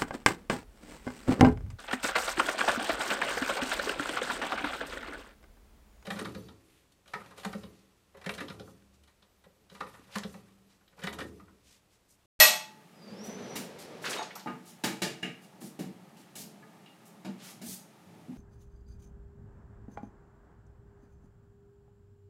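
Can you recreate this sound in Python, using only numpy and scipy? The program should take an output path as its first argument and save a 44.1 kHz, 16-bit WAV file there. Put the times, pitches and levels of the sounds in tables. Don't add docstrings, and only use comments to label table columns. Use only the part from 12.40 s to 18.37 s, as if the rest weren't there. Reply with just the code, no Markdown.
import sys
import numpy as np
from scipy import signal
from scipy.fft import rfft, irfft, next_fast_len
from scipy.io import wavfile
from scipy.ndimage import uniform_filter1d, map_coordinates

SR = 44100
rng = np.random.default_rng(int(sys.argv[2]) if len(sys.argv) > 2 else 0)


def rack_gain(trim_db):
    fader = np.asarray(trim_db, float)
    return 10 ** (fader / 20)


def waveform_to_disk(signal):
    frames = np.transpose(np.atleast_2d(signal))
    scaled = np.clip(frames, -1, 1) * 32767
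    samples = np.round(scaled).astype(np.int16)
    wavfile.write(sys.argv[1], SR, samples)


N = 263314
TIME = np.arange(N) / SR

BOWL_PITCHES = [572, 622, 726, 866, 960, 1157, 1320, 1890, 1917, 1983, 2210, 2530, 2589, 2643, 3400, 3750,
                4043, 4250, 4735, 5200, 5590, 6002, 6560, 7100, 7865, 8716, 10220, 11905, 12280, 13450,
                15230]
# level_db, t60_s
BOWL_RINGS = [(-20, 0.24), (-19.5, 0.36), (-19.5, 0.13), (-25.5, 1.1), (-27, 0.11), (-25.5, .2),
              (-23, 0.23), (-12.5, .26), (-14, 0.43), (-18.5, 0.23), (-15.5, 0.17), (-25.5, 0.14),
              (-14.5, 0.53), (-21, 0.31), (-16, 0.17), (-27, 0.13), (-27, 0.44), (-19.5, .25), (-24, 0.18),
              (-26, 0.22), (-18.5, 0.2), (-21.5, 0.18), (-25, 0.5), (-31, 0.17), (-32.5, 0.14), (-26, 0.26),
              (-27.5, 0.11), (-9, .22), (-21.5, 0.33), (-36.5, .15), (-22.5, .15)]
# pitch_hz, level_db, t60_s
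COUNTER_MODES = [(136.4, -17.5, 0.19), (190.1, -2.5, 0.11), (238.3, -1, 0.075), (331.3, -1, 0.05),
                 (450, -12, 0.12), (594, -1.5, 0.021), (747, -5, 0.028)]


def unit(x):
    return x / np.sqrt(np.mean(x ** 2) + 1e-20)


def along(points, hz):
    point_hz, value = np.transpose(points)
    return np.interp(np.log(hz + 1), np.log(point_hz + 1), value)


def curves(rows):
    s, *columns = np.transpose(rows)
    return [np.interp(TIME, s, column) for column in columns]


def wobble(rate):
    knots = rng.standard_normal(int(N * rate / SR) + 4)
    return map_coordinates(knots, [TIME * rate])


def noise(size, gain):
    padded = next_fast_len(size)
    spectrum = rfft(rng.standard_normal(padded)) * gain(np.fft.rfftfreq(padded, 1 / SR))
    return unit(irfft(spectrum, padded)[:size])


def bump(hz, centre_hz, octaves):
    return np.exp(-.5 * (np.log2((hz + 1) / centre_hz) / octaves) ** 2)


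def pulse(size, gain):
    push = irfft(gain(np.fft.rfftfreq(size, 1 / SR)), size)
    push = np.roll(push, SR // 500)[:SR // 50]
    return np.pad(push / np.linalg.norm(push), (0, size - len(push)))


def resonant(hz, pitches, rings, width_hz, lift_db):
    db = np.transpose(rings)[0]
    detune = 2 * (hz - np.array(pitches)[:, None]) / width_hz
    peaks = rack_gain(lift_db + db - db.max())[:, None] / (1 + detune ** 2)
    return 1 + peaks.sum(axis=0)


def ringing(modes, weight, scatter_db, attack, longest=np.inf):
    hz, db, t60 = np.transpose(modes)[..., None]
    t = TIME[:SR // 2]
    chance = rng.standard_normal((2, len(modes), 1))
    gain = rack_gain(db + scatter_db * chance[0]) * weight(hz)
    heard = gain[:, 0] > gain.max() / 300
    damping = 1 / t60 + 1 / longest
    decay = rack_gain(-60 * t * damping[heard])
    rings = (gain * np.sign(chance[1]))[heard] * decay * np.sin(2 * np.pi * hz[heard] * t)
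    return rings.sum(axis=0) * (1 - np.exp(-t / attack))


def in_room(direct, thrown):
    # pitch_hz, t60_s
    tile_decay = [(150, .4), (1000, 0.39), (5000, .36), (13000, 0.29)]
    hz, t, z = signal.stft(rng.standard_normal(SR // 2), SR, nperseg=256)
    decay = rack_gain(-60 * t / along(tile_decay, hz)[:, None])
    tail = signal.istft(z * decay, SR, nperseg=256)[1]
    tail = tail * (1 - np.exp(-np.arange(len(tail)) / SR / 0.0014))
    tail = np.pad(tail / np.linalg.norm(tail), (round(.003 * SR), 0))
    return np.pad(direct, (0, len(tail) - 1)) + signal.fftconvolve(thrown, tail)


def add(track, s, sound):
    part = track[max(round(s * SR), 0):][:len(sound)]
    part += sound[:len(part)]


def hum():
    # pitch_hz, relative_level_db
    hum_colour = [(18, -80), (30, -45), (75, -37.5), (97, -16.5), (144, -4), (176, 1.5), (221, -0.5),
                  (244, -11.5), (307, -7), (379, -10.5), (439, -8), (485, -28.5), (518, -12.5), (860, -13),
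                  (1500, -40.5), (1950, -57.5), (3300, -120)]
    level_db = -57.5 + .7 * wobble(1.1) + 1.5 * wobble(9)
    return rack_gain(level_db) * noise(N, lambda hz: rack_gain(along(hum_colour, hz)))


def thin_hiss():
    # pitch_hz, relative_level_db
    hiss_colour = [(530, -25), (900, -0.5), (967, -12), (1210, -3.5), (1540, -11), (1650, -7.5),
                   (4550, -16.5), (15500, -22.5)]
    return rack_gain(-63 + 0.7 * wobble(1.0)) * noise(N, lambda hz: rack_gain(along(hiss_colour, hz)))


def clink(db, centre_hz, octaves, tick_db, longest, scatter_db=1.0):
    t = TIME[:SR // 2]
    near = lambda hz: bump(hz, centre_hz, octaves)
    wide = lambda hz: bump(hz, centre_hz, octaves + 0.49)
    modes = np.column_stack([BOWL_PITCHES, BOWL_RINGS])
    ring = rack_gain(db) * ringing(modes, near, scatter_db, attack=0.00097, longest=longest)
    tick = noise(len(t), wide) * rack_gain(tick_db - 60 * t / 0.048) * (1 - np.exp(-t / 0.0025))
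    thrown = rack_gain(-7) * ring + rack_gain(tick_db + 19) * pulse(len(t), wide)
    return in_room(ring + tick, thrown)


def bowl_clash():
    # pitch_hz, relative_level_db
    crash_colour = [(88, -61.5), (150, -30), (495, -16.5), (589, -12), (1430, -7.5), (1870, -11.5),
                    (2600, -6), (2860, -5.5), (3340, -5), (8750, -7), (10800, -17), (12100, -10),
                    (15000, -23.5)]
    out, t = np.zeros(N), TIME[:SR // 2]
    add(out, 0, clink(-5.5, 3560, octaves=3, tick_db=-14.5, longest=2.4, scatter_db=2.6))
    chatter = lambda hz: resonant(hz, BOWL_PITCHES, BOWL_RINGS, width_hz=60, lift_db=13)
    crash = noise(len(t), lambda hz: rack_gain(along(crash_colour, hz)) * chatter(hz)) * rack_gain(-60 * t / 0.22)
    add(out, 0, rack_gain(-15.5) * in_room(crash, rack_gain(4.5) * crash))
    return out


def drawer_rumble(turns):
    # time_s, level_db
    roll_level = [(.45, -73), (.65, -54.5), (.85, -46.5), (1.15, -44), (1.3, -49), (1.66, -48),
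                  (2.05, -58.5)]
    # pitch_hz, relative_level_db
    roll_colour = [(29, -62.5), (50, -15), (173, -2), (324, -1.5), (439, 3.5), (1070, -12), (2190, -15),
                   (5580, -22.5), (5960, -25), (9000, -34.5), (11700, -33), (19800, -120)]
    (roll_db,) = curves(roll_level)
    moving = np.interp(TIME, [.45, .6, 1.95, 2.05], [0, 1, 1, 0])
    slide = rack_gain(.8 * wobble(20)) * noise(N, lambda hz: rack_gain(along(roll_colour, hz)))
    throb = rack_gain(1.5 + 3.5 * turns) * noise(N, lambda hz: bump(hz, 208, 0.16))
    throbbing = np.interp(TIME, [.55, .67, 1.03, 1.1], [0, 1, 1, 0])
    return moving * rack_gain(roll_db) * (slide + throbbing * throb)


def runner_squeak(hz, squeak_db):
    sliding = np.interp(TIME, [.53, .56, 1.155, 1.175], [0, 1, 1, 0])
    phase = 2 * np.pi * np.cumsum(hz * (1 + 0.00386 * wobble(118.6))) / SR
    squeak = sliding * rack_gain(squeak_db + 2.5 * wobble(60)) * np.sin(phase)
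    return in_room(squeak, squeak)[:N]


def drawer():
    # time_s, pitch_hz, level_db
    squeak_path = [(0.56, 5017, -71), (0.69, 4599, -62), (0.748, 5051, -64), (0.816, 5696, -53),
                   (0.9, 6102, -55.5), (1.018, 6006, -58), (1.17, 5719, -54)]
    hz, squeak_db = curves(squeak_path)
    hz = uniform_filter1d(hz, size=SR // 30)
    turn_phase = 2 * np.pi * np.cumsum(hz / 240) / SR
    turns = np.cos(turn_phase + 0.57 * wobble(7.2))
    return drawer_rumble(turns) + runner_squeak(hz, squeak_db)


def rubs():
    # start_s, rise_s, hold_s, level_db, centre_hz
    strokes = [(.83, .016, 0.028, -55.5, 7840), (1.163, 0.0034, 0.076, -58, 5050),
               (1.384, 0.0048, 0.039, -53, 4640), (1.614, 0.012, 0.14, -51, 4440),
               (2.245, 0.023, 0.043, -56, 7220), (3.015, .008, .026, -62.5, 7000),
               (3.203, .01, 0.066, -54, 8000), (3.765, 0.0062, 0.047, -63.5, 4900),
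               (3.955, 0.0029, 0.068, -47.5, 7300), (4.651, 0.004, .028, -60, 11000),
               (4.971, 0.047, 0.077, -56, 2000), (5.005, .045, .07, -53.5, 6700),
               (5.218, 0.068, 0.06, -44.5, 9200)]
    out, t = np.zeros(N), TIME[:SR // 3]
    for s, rise, hold, db, centre_hz in strokes:
        stroke = np.clip(t / rise, 0, 1) ** 0.86 * np.exp(-np.maximum(t - rise - hold, 0) / 0.0027)
        grit = rack_gain(1.4 * noise(len(t), lambda hz: hz < 250))
        hiss = rack_gain(db) * stroke * grit * noise(len(t), lambda hz: bump(hz, centre_hz, octaves=1.3))
        add(out, s, in_room(hiss, rack_gain(-0.5) * hiss))
    return out


def knocks():
    pot_pitches = [861, 1230, 1440, 1700, 1870, 2260, 2560, 2830, 3750, 3920, 4700, 5200, 5740, 7050, 8400]
    # level_db, t60_s
    pot_rings = [(3, 0.082), (-11, 0.33), (-8.5, 0.016), (-5.5, 0.05), (-9, 0.032), (-2, 0.0067),
                 (-16, 0.0073), (-6, 0.072), (-21, 0.033), (-7.5, 0.053), (-16, 0.13), (-14, 0.05),
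                 (-57, 0.07), (-7, 0.046), (-31, 0.03)]
    # start_s, crack_db, boom_db, centre_hz, spread_octaves
    blows = [(1.1549, -28, -40, 5340, 2.3), (2.059, -34, -35.5, 650, .99), (2.07, -32, -42, 1180, 0.93),
             (2.4367, -21, -27, 2700, 1.92), (2.6186, -20, -28.5, 3670, 1.13),
             (2.8263, -37.5, -35, 4800, .77), (2.83, -25.5, -45, 2240, 0.45), (3.2146, -39, -41, 296, 0.3),
             (3.3899, -37.5, -33.5, 3020, 3.1), (3.765, -54, -56.5, 3035, 0.12),
             (3.953, -37, -48, 6060, 1.3), (4.2251, -50, -70.5, 1720, .3), (4.46, -48.5, -62.5, 3080, 0.39),
             (4.8469, -38.5, -36.5, 1735, 1.48), (5.2141, -41, -43, 5050, 1.9)]
    out, t = np.zeros(N), TIME[:SR // 2]
    pot_modes = np.column_stack([pot_pitches, pot_rings])
    for s, crack_db, boom_db, centre_hz, octaves in blows:
        low_cut = lambda hz: hz ** 2 / (hz ** 2 + 150 ** 2)
        contact = lambda hz: (bump(hz, centre_hz, octaves) + 0.051 * bump(hz, 1600, 2.6)) * low_cut(hz)
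        steel_colour = lambda hz: resonant(hz, pot_pitches, pot_rings, width_hz=110, lift_db=12)
        clank = lambda hz: contact(hz) * steel_colour(hz)
        crack = noise(len(t), clank) * rack_gain(crack_db - 60 * t / 0.039) * (1 - np.exp(-t / 0.0042))
        boom = rack_gain(boom_db) * ringing(COUNTER_MODES, np.ones_like, scatter_db=2.0, attack=0.0024)
        steel_db = crack_db + 4.5 - 11.5 * octaves
        steel = rack_gain(steel_db) * ringing(pot_modes, contact, scatter_db=3.0, attack=.001)
        thrown_db = crack_db + 15 + 3.5 * min(octaves, 2)
        thrown = rack_gain(thrown_db) * pulse(len(t), clank) + rack_gain(6.5) * boom + rack_gain(-3.0) * steel
        add(out, s, in_room(crack + boom + steel, thrown))
    return out


def rattle():
    out, count = np.zeros(N), 18
    from_hz, to_hz, wander_octaves = 2550, 980, 1.22
    chance = rng.standard_normal((count, 3))
    done = (np.arange(count) + rng.random(count)) / count
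    start_s = np.interp(done, [0, 1], [1.63, 1.835])
    centre_hz = from_hz * (to_hz / from_hz) ** done * 2 ** (wander_octaves * chance[:, 0])
    ring_db = -29.5 + 0.5 * chance[:, 1]
    tick_db = -29.5 - 8.5 * done + 0.5 * chance[:, 2]
    for s, db, hz, tick in zip(start_s, ring_db, centre_hz, tick_db):
        add(out, s, clink(db, hz, octaves=.18, tick_db=tick, longest=.06))
    return out


def clear_clinks():
    # start_s, ring_db, centre_hz, spread_octaves, tick_db
    clinks = [(1.644, -31, 2500, 0.16, -34), (1.7298, -58, 2230, 0.34, -30.5),
              (1.7775, -10, 3730, 0.038, -44), (1.782, -20, 6400, 0.054, -50), (1.79, -9.5, 866, 0.24, -55),
              (1.815, -12.5, 895, 0.24, -48), (1.9054, -35, 2070, 0.16, -42.5),
              (1.9547, -14.5, 13800, 0.093, -59.5), (1.953, -30, 5500, 0.48, -40.5),
              (1.958, -17, 1070, 0.31, -39.5), (1.993, -38, 4100, 0.16, -44),
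              (5.39, -35, 6560, .015, -64.5)]
    out = np.zeros(N)
    for s, db, centre_hz, octaves, tick_db in clinks:
        add(out, s, clink(db, centre_hz, octaves, tick_db, longest=0.065 + 0.017 / octaves))
    return out


def thuds():
    # start_s, level_db
    bumps = [(3.456, -46), (3.994, -53.5), (4.88, -38), (5.265, -47.5), (5.883, -42)]
    out = np.zeros(N)
    for s, db in bumps:
        low = lambda hz: bump(hz, 200, 0.3)
        boom = rack_gain(db) * ringing(COUNTER_MODES, low, scatter_db=-4.0, attack=0.0017)
        add(out, s, in_room(boom, rack_gain(9.0) * boom))
    return out


def far_rumble():
    start_s, rise_s = 5.55, .12
    fade = np.clip((TIME - start_s) / rise_s, 0, 1)
    return rack_gain(-67) * fade * noise(N, lambda hz: bump(hz, 102, .2))


def scene():
    room = hum() + thin_hiss() + far_rumble()
    clatter = bowl_clash() + rattle() + clear_clinks()
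    return (room + clatter + drawer() + rubs() + knocks() + thuds())[None]


def low_pass(x):
    return signal.sosfilt(signal.butter(12, 15760, fs=SR, output="sos"), x)


def record(dry):
    thin = signal.sosfilt(signal.butter(4, 75, "high", fs=SR, output="sos"), dry)
    soft = signal.sosfilt(signal.butter(2, 14000, "low", fs=SR, output="sos"), thin)
    return low_pass(soft)


dry = scene()
out = record(dry)
waveform_to_disk(out)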